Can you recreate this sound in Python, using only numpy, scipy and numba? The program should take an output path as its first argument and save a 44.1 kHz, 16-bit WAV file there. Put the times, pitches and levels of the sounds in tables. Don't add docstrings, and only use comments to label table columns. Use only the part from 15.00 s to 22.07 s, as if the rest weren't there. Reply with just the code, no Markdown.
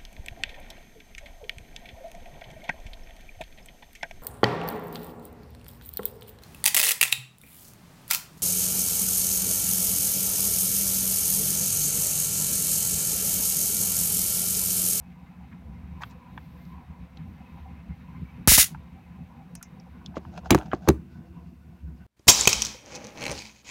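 import sys
import numpy as np
from scipy import signal
from scipy.fft import rfft, irfft, next_fast_len
from scipy.io import wavfile
from scipy.ndimage import uniform_filter1d
from numba import njit

SR = 44100
rng = np.random.default_rng(int(sys.argv[2]) if len(sys.argv) > 2 else 0)


def master(y):
    cut = np.clip(np.atleast_2d(y).T, -1, 1)
    pcm = np.round(cut * 32767)
    wavfile.write(sys.argv[1], SR, pcm.astype(np.int16))


N = 311595
T = np.arange(N) / SR

# frequency in Hz, relative level in dB, time to die away by 60 dB in seconds.
HEAVE_MODES = [(49.3, -8.5, 0.12), (78.6, 1, 0.067), (128.9, 5, 0.034), (223, 4.5, 0.02374)]


def undb(db):
    return 10 ** (np.asarray(db) / 20)


def unit(x):
    return x / np.sqrt(np.mean(x ** 2))


def add(out, s, x):
    i = int(s * SR)
    out[i:i + len(x)] += x[:N - i]


def fade(x, t60):
    return x * np.exp(-np.log(1000) * T[:len(x)] / t60)


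def swell(s, half_length):
    return np.exp(-((T - s) / half_length) ** 2 / 2)


def walk(rate, size=N):
    k = int(SR / rate)
    steps = np.repeat(rng.standard_normal(size // k + 1), k)
    return unit(uniform_filter1d(steps, k)[:size])


def colour(points):
    hz, db = np.transpose(points)
    return lambda f: undb(np.interp(np.log(f), np.log(hz), db))


def hill(hz, octaves):
    return lambda f: 1 / (1 + (np.log2(f / hz) / octaves / 1.2) ** 4) ** 1.4


def peaks(modes):
    def gain(f):
        return sum(undb(db) / (1 + ((f - hz * hz / f) / width / 2) ** 2 * 2) for hz, width, db in modes)
    return gain


def noise(gain, size=16384):
    f = np.maximum(np.fft.rfftfreq(size, 1 / SR), 1)
    phases = np.exp(2j * np.pi * rng.random(len(f)))
    return unit(irfft(gain(f) * phases, size))


def steady(gain):
    return noise(gain, 2 * next_fast_len(N // 2 + 1))[:N]


def tint(x, gain, size=16384):
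    g = gain(np.maximum(np.fft.rfftfreq(size, 1 / SR), 1))
    cepstrum = irfft(np.log(unit(g) + 1e-5))
    cepstrum[1:size // 2] *= 2
    cepstrum[size // 2 + 1:] = 0
    return irfft(rfft(x, size) * np.exp(rfft(cepstrum)))


def burst(gain, t60, rise, size=16384):
    shape = fade(1 - np.exp(-T[:size] / rise), t60)
    x = tint(shape * rng.standard_normal(size), gain)
    return x * np.linalg.norm(shape / shape.max()) / np.linalg.norm(x)


def ring(modes, size=16384):
    out = np.zeros(size)
    for k, (hz, db, t60) in enumerate(modes):
        detuned = hz * (1 + 0.0067 * rng.standard_normal())
        out += (-1) ** k * undb(db) * fade(np.sin(2 * np.pi * detuned * T[:size]), t60)
    return out


def rub(strokes, points, grain_db, rate):
    pressure = sum(undb(db) * swell(s, half_length) for s, half_length, db in strokes)
    return pressure * undb(grain_db * walk(rate)) * steady(colour(points))


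def waver(x, depth_db, rate):
    out = 0
    for hz in (110, 400, 650, 880, 1200, 1600, 2200, 3200):
        band = signal.sosfiltfilt(signal.butter(2, hz, fs=SR, output="sos"), x)
        out = out + band * undb(depth_db * walk(rate))
        x = x - band
    return out + x


def in_room(x, wet_db, t60):
    # frequency in Hz, relative level in dB.
    echo_colour = [(100, 10), (1000, -6.5), (4000, -10), (16000, -21.5)]
    tail = fade(noise(colour(echo_colour)), t60)
    tail[:int(.005 * SR)] = 0
    return x + undb(wet_db) * signal.fftconvolve(x, tail / np.linalg.norm(tail))[:N]


def air_noise(modes):
    # frequency in Hz, relative level in dB.
    air_colour = [(25, 8.5), (300, 2), (430, -4.5), (1200, -2), (1350, -3), (1750, -4), (2600, -6),
                  (3300, -14.5), (4200, -17.5), (5200, -24.5), (6000, -23), (7000, -39.5), (16000, -34.5)]
    flicker_db, flicker_rate = 4, 20
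    bed = colour(air_colour)
    f = np.linspace(1, SR / 2, num=4096)
    out = steady(bed)
    for mode in modes:
        peak = peaks([mode])
        share = np.linalg.norm(peak(f)) / np.linalg.norm(bed(f))
        out = out + share * steady(peak) * undb(flicker_db * walk(flicker_rate))
    return unit(out)


def room_air():
    # frequency in Hz, width in Hz, relative level in dB.
    held_modes = [(506.2, 40, 5), (680, 20, 3), (781, 89, 6), (994, 87, 7), (2096, 36, 0.5),
                  (2290, 62, -3.5), (2551, 59, -3), (3742, 170, -15.5)]
    lying_modes = [(334, 23, 22.5), (485, 33, 10.5), (705, 104, 9), (996, 160, 6.5), (1492, 73, 5.5),
                   (2680, 220, -5), (3600, 120, -14.5), (4860, 1500, -19.5)]
    put_down_s = (4.88, 5.4)
    down = np.interp(T, put_down_s, [0, 1])
    held = undb(2.0) * air_noise(held_modes)
    lying = undb(5.5) * air_noise(lying_modes)
    return np.sqrt(1 - down) * held + np.sqrt(down) * lying


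def fan_tones():
    # frequency in Hz, relative level in dB.
    tone_lines = [(70, -58), (177.6, -56.5), (236.9, -63)]
    out = np.zeros(N)
    for hz, db in tone_lines:
        out += undb(db) * np.sqrt(2) * np.sin(2 * np.pi * (hz * T + rng.random()))
    return out


def background():
    # time in seconds, relative levels of hum and air in dB.
    drift = [(0, -47, -61.5), (0.8, -43.5, -59), (1.85, -47.5, -59), (2.25, -43.5, -59), (2.7, -44, -58.5),
             (3.4, -40.5, -58), (3.9, -48.5, -60), (5.001, -46.5, -60.5), (6.05, -40.5, -63),
             (6.6, -47.5, -65.5)]
    # frequency in Hz, width in Hz, relative level in dB.
    boom_modes = [(72, 16.3, 0.5), (127.95, 20, -17.5), (169, 39, -3.5), (244.1, 18, -13.5)]
    s, *columns = np.transpose(drift)
    hum_db, air_db = (np.interp(T, s, c) for c in columns)
    hum = steady(peaks(boom_modes)) * undb(2.6 * walk(rate=16))
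    air = room_air()
    hiss = steady(colour([(1000, 5.0), (6000, -0.5), (10000, -3.5), (14000, 0.0), (16000, -4.0)]))
    return fan_tones() + hum * undb(hum_db) + air * undb(air_db) + hiss * undb(-74.5)


def brushes():
    # peak time in seconds, half length in seconds, relative level in dB.
    brush_strokes = [(1.06, 0.043, -64), (1.42, 0.087, -71), (1.64, 0.073, -69), (2.31, 0.05, -76),
                     (2.56, 0.09, -75), (3.25, 0.14, -78)]
    # frequency in Hz, relative level in dB.
    skin_colour = [(1000, -3.5), (4000, 6), (6500, -6.5), (8500, -12.5), (13500, 4.5), (16000, -2.5)]
    return rub(brush_strokes, skin_colour, grain_db=0.0, rate=43)


def scrapes():
    # peak time in seconds, half length in seconds, relative level in dB.
    scrape_strokes = [(5.169, 0.008, -39), (5.335, 0.013, -52), (5.373, 0.012, -40), (5.462, 0.012, -41),
                      (5.59, 0.056, -47.5), (5.74, 0.024, -48), (5.862, 0.028, -48.5)]
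    # frequency in Hz, relative level in dB.
    scrape_colour = [(300, -17.5), (600, 2.5), (750, 10), (1100, -16), (1450, -7), (2050, -24), (2800, -19),
                     (4500, -22), (6700, -22.5), (8300, -40), (12000, -49.5)]
    return rub(scrape_strokes, scrape_colour, grain_db=4.5, rate=240)


def creaks():
    # peak time in seconds, half length in seconds, relative level in dB.
    creak_strokes = [(1.022, 0.0063, -37)]
    # frequency in Hz, relative level in dB.
    creak_colour = [(500, -27), (930, 6), (1350, -15), (1900, -6), (2900, -24), (9000, -43)]
    return rub(creak_strokes, creak_colour, grain_db=4.0, rate=400)


def bumps():
    # peak time in seconds, relative level in dB, frequency in Hz.
    bump_hits = [(1.039, -40, 119), (1.469, -40, 161), (1.682, -42.5, 172), (2.281, -42, 78.6),
                 (3.098, -38.5, 162)]
    out = np.zeros(N)
    for s, db, hz in bump_hits:
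        out += undb(db) * swell(s, half_length=0.0089) * np.sin(2 * np.pi * hz * (T - s))
    return out


def slips():
    # peak time in seconds, half length in seconds, relative level in dB, centre in Hz.
    slip_moves = [(0.527, 0.0072, -53.5, 1570), (1.026, 0.008, -54.5, 4570), (1.112, 0.011, -64, 4570),
                  (5.164, 0.0044, -52.5, 2620), (5.378, 0.0026, -51, 3000), (5.503, .003, -35, 1000),
                  (5.523, 0.01, -33.5, 2250), (5.545, .008, -49, 1766), (5.7265, 0.0023, -38.5, 1450),
                  (5.891, 0.011, -45, 3560)]
    out = np.zeros(N)
    for s, half_length, db, hz in slip_moves:
        grains = noise(hill(hz, octaves=0.64))
        grains = unit(grains * undb(3.5 * walk(rate=700, size=len(grains))))
        out += undb(db) * swell(s, half_length) * np.resize(grains, N)
    return out


def switch_snaps():
    # start in seconds, relative level in dB, centre of the snap in Hz.
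    switch_moves = [(4.5524, -38.5, 7400), (4.627, -37, 8300)]
    out = np.zeros(N)
    for s, db, hz in switch_moves:
        snap = burst(hill(hz, octaves=0.62), t60=0.011, rise=0.00052)
        spring = undb(-11.0) * burst(hill(hz=6000, octaves=0.23), t60=0.082, rise=0.00053)
        housing = undb(-9.5) * burst(hill(hz=1590, octaves=1.0), t60=0.024, rise=0.0004)
        add(out, s, undb(db) * (snap + housing + spring))
    return out


def clicks():
    # start in seconds, relative level in dB, centre in Hz, width in octaves.
    plastic_ticks = [(1.035, -23, 1490, 1.06), (1.377, -29, 1410, 0.85), (1.652, -57, 5260, 0.37),
                     (2.172, -44, 3040, 0.71), (3.747, -30.5, 1255, 0.74), (4.612, -44, 1500, 0.23),
                     (4.799, -48.5, 5320, 0.22), (5.061, -33.5, 4350, 0.54), (5.141, -41, 990, 0.81),
                     (5.251, -38, 900, 1.2), (5.377, -33.5, 1700, 1.44), (5.432, -36.5, 840, 0.31),
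                     (5.457, -35, 895, 0.85), (5.5781, -28.5, 1200, 1.5), (5.6028, -31, 850, 0.62),
                     (5.612, -35, 1100, 1.35), (5.629, -41, 1100, 0.98), (5.7161, -28.5, 1670, 0.75),
                     (5.7323, -26.5, 1560, 0.84)]
    # frequency in Hz, relative level in dB.
    housing_colour = [(500, -6.5), (900, 9.5), (1150, 4), (1450, 7), (2050, -8.5), (2700, -1.5), (3500, 0),
                      (4500, -3.5)]
    out = np.zeros(N)
    for s, db, hz, octaves in plastic_ticks:
        plastic = lambda f: hill(hz, octaves)(f) * colour(housing_colour)(f)
        body = undb(11.5) * tint(np.ones(1), plastic)
        chatter = undb(-4.5) * burst(plastic, t60=0.0084, rise=0.0019)
        narrow_ring = undb(-29) * burst(hill(hz=2670, octaves=0.11), t60=0.013, rise=0.00037)
        add(out, s, undb(db) * (body + chatter + narrow_ring))
    return out


def handling():
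    return clicks() + switch_snaps() + slips() + bumps() + creaks() + scrapes() + brushes()


def knocks():
    # start in seconds, relative levels of thud, clack and crack in dB,
    # pitch ratio of the thud, 60 dB decay time of the crack in seconds.
    blows = [(5.169, -29, -24, -65, 1.1, .004), (5.1724, -40, -33, -60, 1.01, 0.003),
             (5.5063, -8, -4.5, -2.5, 0.9, 0.0098), (5.5124, -29.5, -19, -28, 1.2, .004),
             (5.518, -10.5, -15.5, -28, 0.934, 0.004), (5.5273, -12.5, -27, -42, 0.98, .008),
             (5.5473, -9.5, -7.5, -20.5, 1.018, .0055), (5.5536, -26, -30, -36, 0.96, 0.0044),
             (5.5868, -42, -35, -36, 1.4, 0.0028), (5.733, -21, -15, -47.5, 0.98, .004),
             (5.8759, -16.5, -20, -56, 1.17, .006), (5.8854, -11.5, -24.5, -23, 0.93, 0.0055),
             (5.8877, -4.5, -9.5, -13, 1.115, 0.0069), (5.902, -26.5, -21, -40, 1.35, .004)]
    # frequency in Hz (before the pitch ratio, for the thud), relative level in dB,
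    # 60 dB decay time in seconds.
    thud_modes = [(63.8, -10.5, 0.16), (139.5, -2.5, 0.065), (203, -4.5, 0.075), (293.6, 2.5, 0.052),
                  (340.8, 2, 0.059), (389, -1.5, 0.042), (570, -6, 0.015), (723, -11, 0.037)]
    case_modes = [(1456, -18, 0.039), (2310, 8, 0.015), (3920, -0.5, 0.046), (4860, -13, 0.07),
                  (7200, -4.5, 0.039)]
    # frequency in Hz, relative level in dB.
    clack_colour = [(100, -44), (250, 5.5), (500, 11), (1100, 4.5), (1600, -3.5), (2500, -21), (4000, -35),
                    (12000, -71)]
    crack_colour = [(700, -23), (1500, 2), (2500, 8), (3500, 4), (5000, 1), (6400, 8), (8300, -3.5),
                    (10000, -1), (15500, -6.5)]
    scatter_colour = [(500, 0.5), (2000, 14), (4000, -4), (8000, 6), (12000, 0), (15500, 3)]
    out = np.zeros(N)
    push = signal.windows.hann(M=41)
    push = push / push.sum()
    contact = undb(18.5) * tint(np.ones(1), colour(clack_colour))
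    for s, thud_db, clack_db, crack_db, pitch, crack_t60 in blows:
        struck = ring([(hz * pitch, db, t60) for hz, db, t60 in thud_modes])
        thud = np.convolve(struck, push, "full")[:-len(push) + 1]
        clack = contact + undb(-7) * burst(colour(clack_colour), t60=0.018, rise=0.00099)
        buzz = undb(-22) * burst(hill(hz=650, octaves=1.43), t60=0.055, rise=0.0022)
        crack = burst(colour(crack_colour), crack_t60, rise=0.0016)
        scatter = undb(-39) * burst(colour(scatter_colour), t60=0.23, rise=0.003)
        case = undb(-16) * ring(case_modes)
        heave = undb(-11) * ring(HEAVE_MODES)
        hard = undb(crack_db) * (crack + case + heave + scatter)
        add(out, s, undb(thud_db) * thud + undb(clack_db) * (clack + buzz) + hard)
    return out


def spark_echo():
    # frequency in Hz, relative level in dB.
    spark_colour = [(150, -10.5), (650, -29.5), (1100, -12.5), (2000, -1), (4400, -1.5), (5700, 2),
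                    (7000, 2.5), (8000, 3), (8300, -8), (8600, 3), (9300, 6.5), (10100, 5.5), (10900, 3),
                    (15500, -1)]
    # frequency in Hz, width in Hz, relative level in dB.
    spark_peaks = [(871, 35, -13), (2005, 54, 5.5), (2810, 25, 4), (3726, 15, 9.5), (5760, 33, 8.5),
                   (6670, 158.6, 6.5), (9230, 20, 6), (9400, 12, 9.5), (10130, 20, 2)]
    walls = noise(lambda f: np.hypot(colour(spark_colour)(f), peaks(spark_peaks)(f)))
    lingering = undb(-25.5) * fade(noise(hill(hz=3016, octaves=1.1)), t60=0.2)
    echo = fade(walls, t60=0.13) + lingering
    build_up = 1 - np.exp(-T[:len(echo)] / 0.0035)
    return echo * build_up * undb(2 * walk(rate=3500, size=len(echo)))


def sparks():
    # start in seconds, relative levels of room echo, direct crack and low thump in dB.
    discharges = [(3.4745, 4.502, -5, 3), (3.516, 4.5, -15.5, -7.5), (3.5774, 4.496, -11, -10)]
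    out = np.zeros(N)
    echo = spark_echo()
    for s, echo_db, crack_db, thump_db in discharges:
        snap = undb(9) * burst(hill(hz=9000, octaves=1.6), t60=0.0027, rise=0.00011)
        crack = undb(crack_db) * burst(hill(hz=660.0, octaves=1.3), t60=0.021, rise=0.022)
        thump = undb(thump_db) * ring(HEAVE_MODES)
        grain = undb(1.0 * walk(rate=260, size=len(echo)))
        add(out, s, undb(echo_db) * echo * grain + snap + crack + thump)
    return out


def scene():
    room = waver(background(), depth_db=2.5, rate=28)
    handled = in_room(handling(), wet_db=-15.0, t60=0.033)
    knocked = in_room(knocks(), wet_db=-29.5, t60=0.23)
    return (sparks() + handled + knocked + room)[None]


@njit
def follow(x, attack, release):
    env, e = np.empty(len(x)), 0.
    for i in range(len(x)):
        e += (abs(x[i]) - e) * (attack if abs(x[i]) > e else release)
        env[i] = e
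    return env


def record(dry, ceiling_db=-6, attack_s=0.00011, release_s=0.0029):
    top_hz = 15850
    heard = signal.sosfilt(signal.butter(2, 32, "high", fs=SR, output="sos"), dry)
    attack, release = (1 - np.exp(-1 / (seconds * SR)) for seconds in (attack_s, release_s))
    env = follow(heard[0], attack, release)
    gain = np.roll(np.minimum(1, undb(ceiling_db) / (env + 1e-9)), -4)
    held = np.clip(heard * gain, -.78, .78)
    return signal.sosfilt(signal.ellip(10, .2, 80, top_hz, fs=SR, output="sos"), held)


dry = scene()
out = record(dry)
master(out)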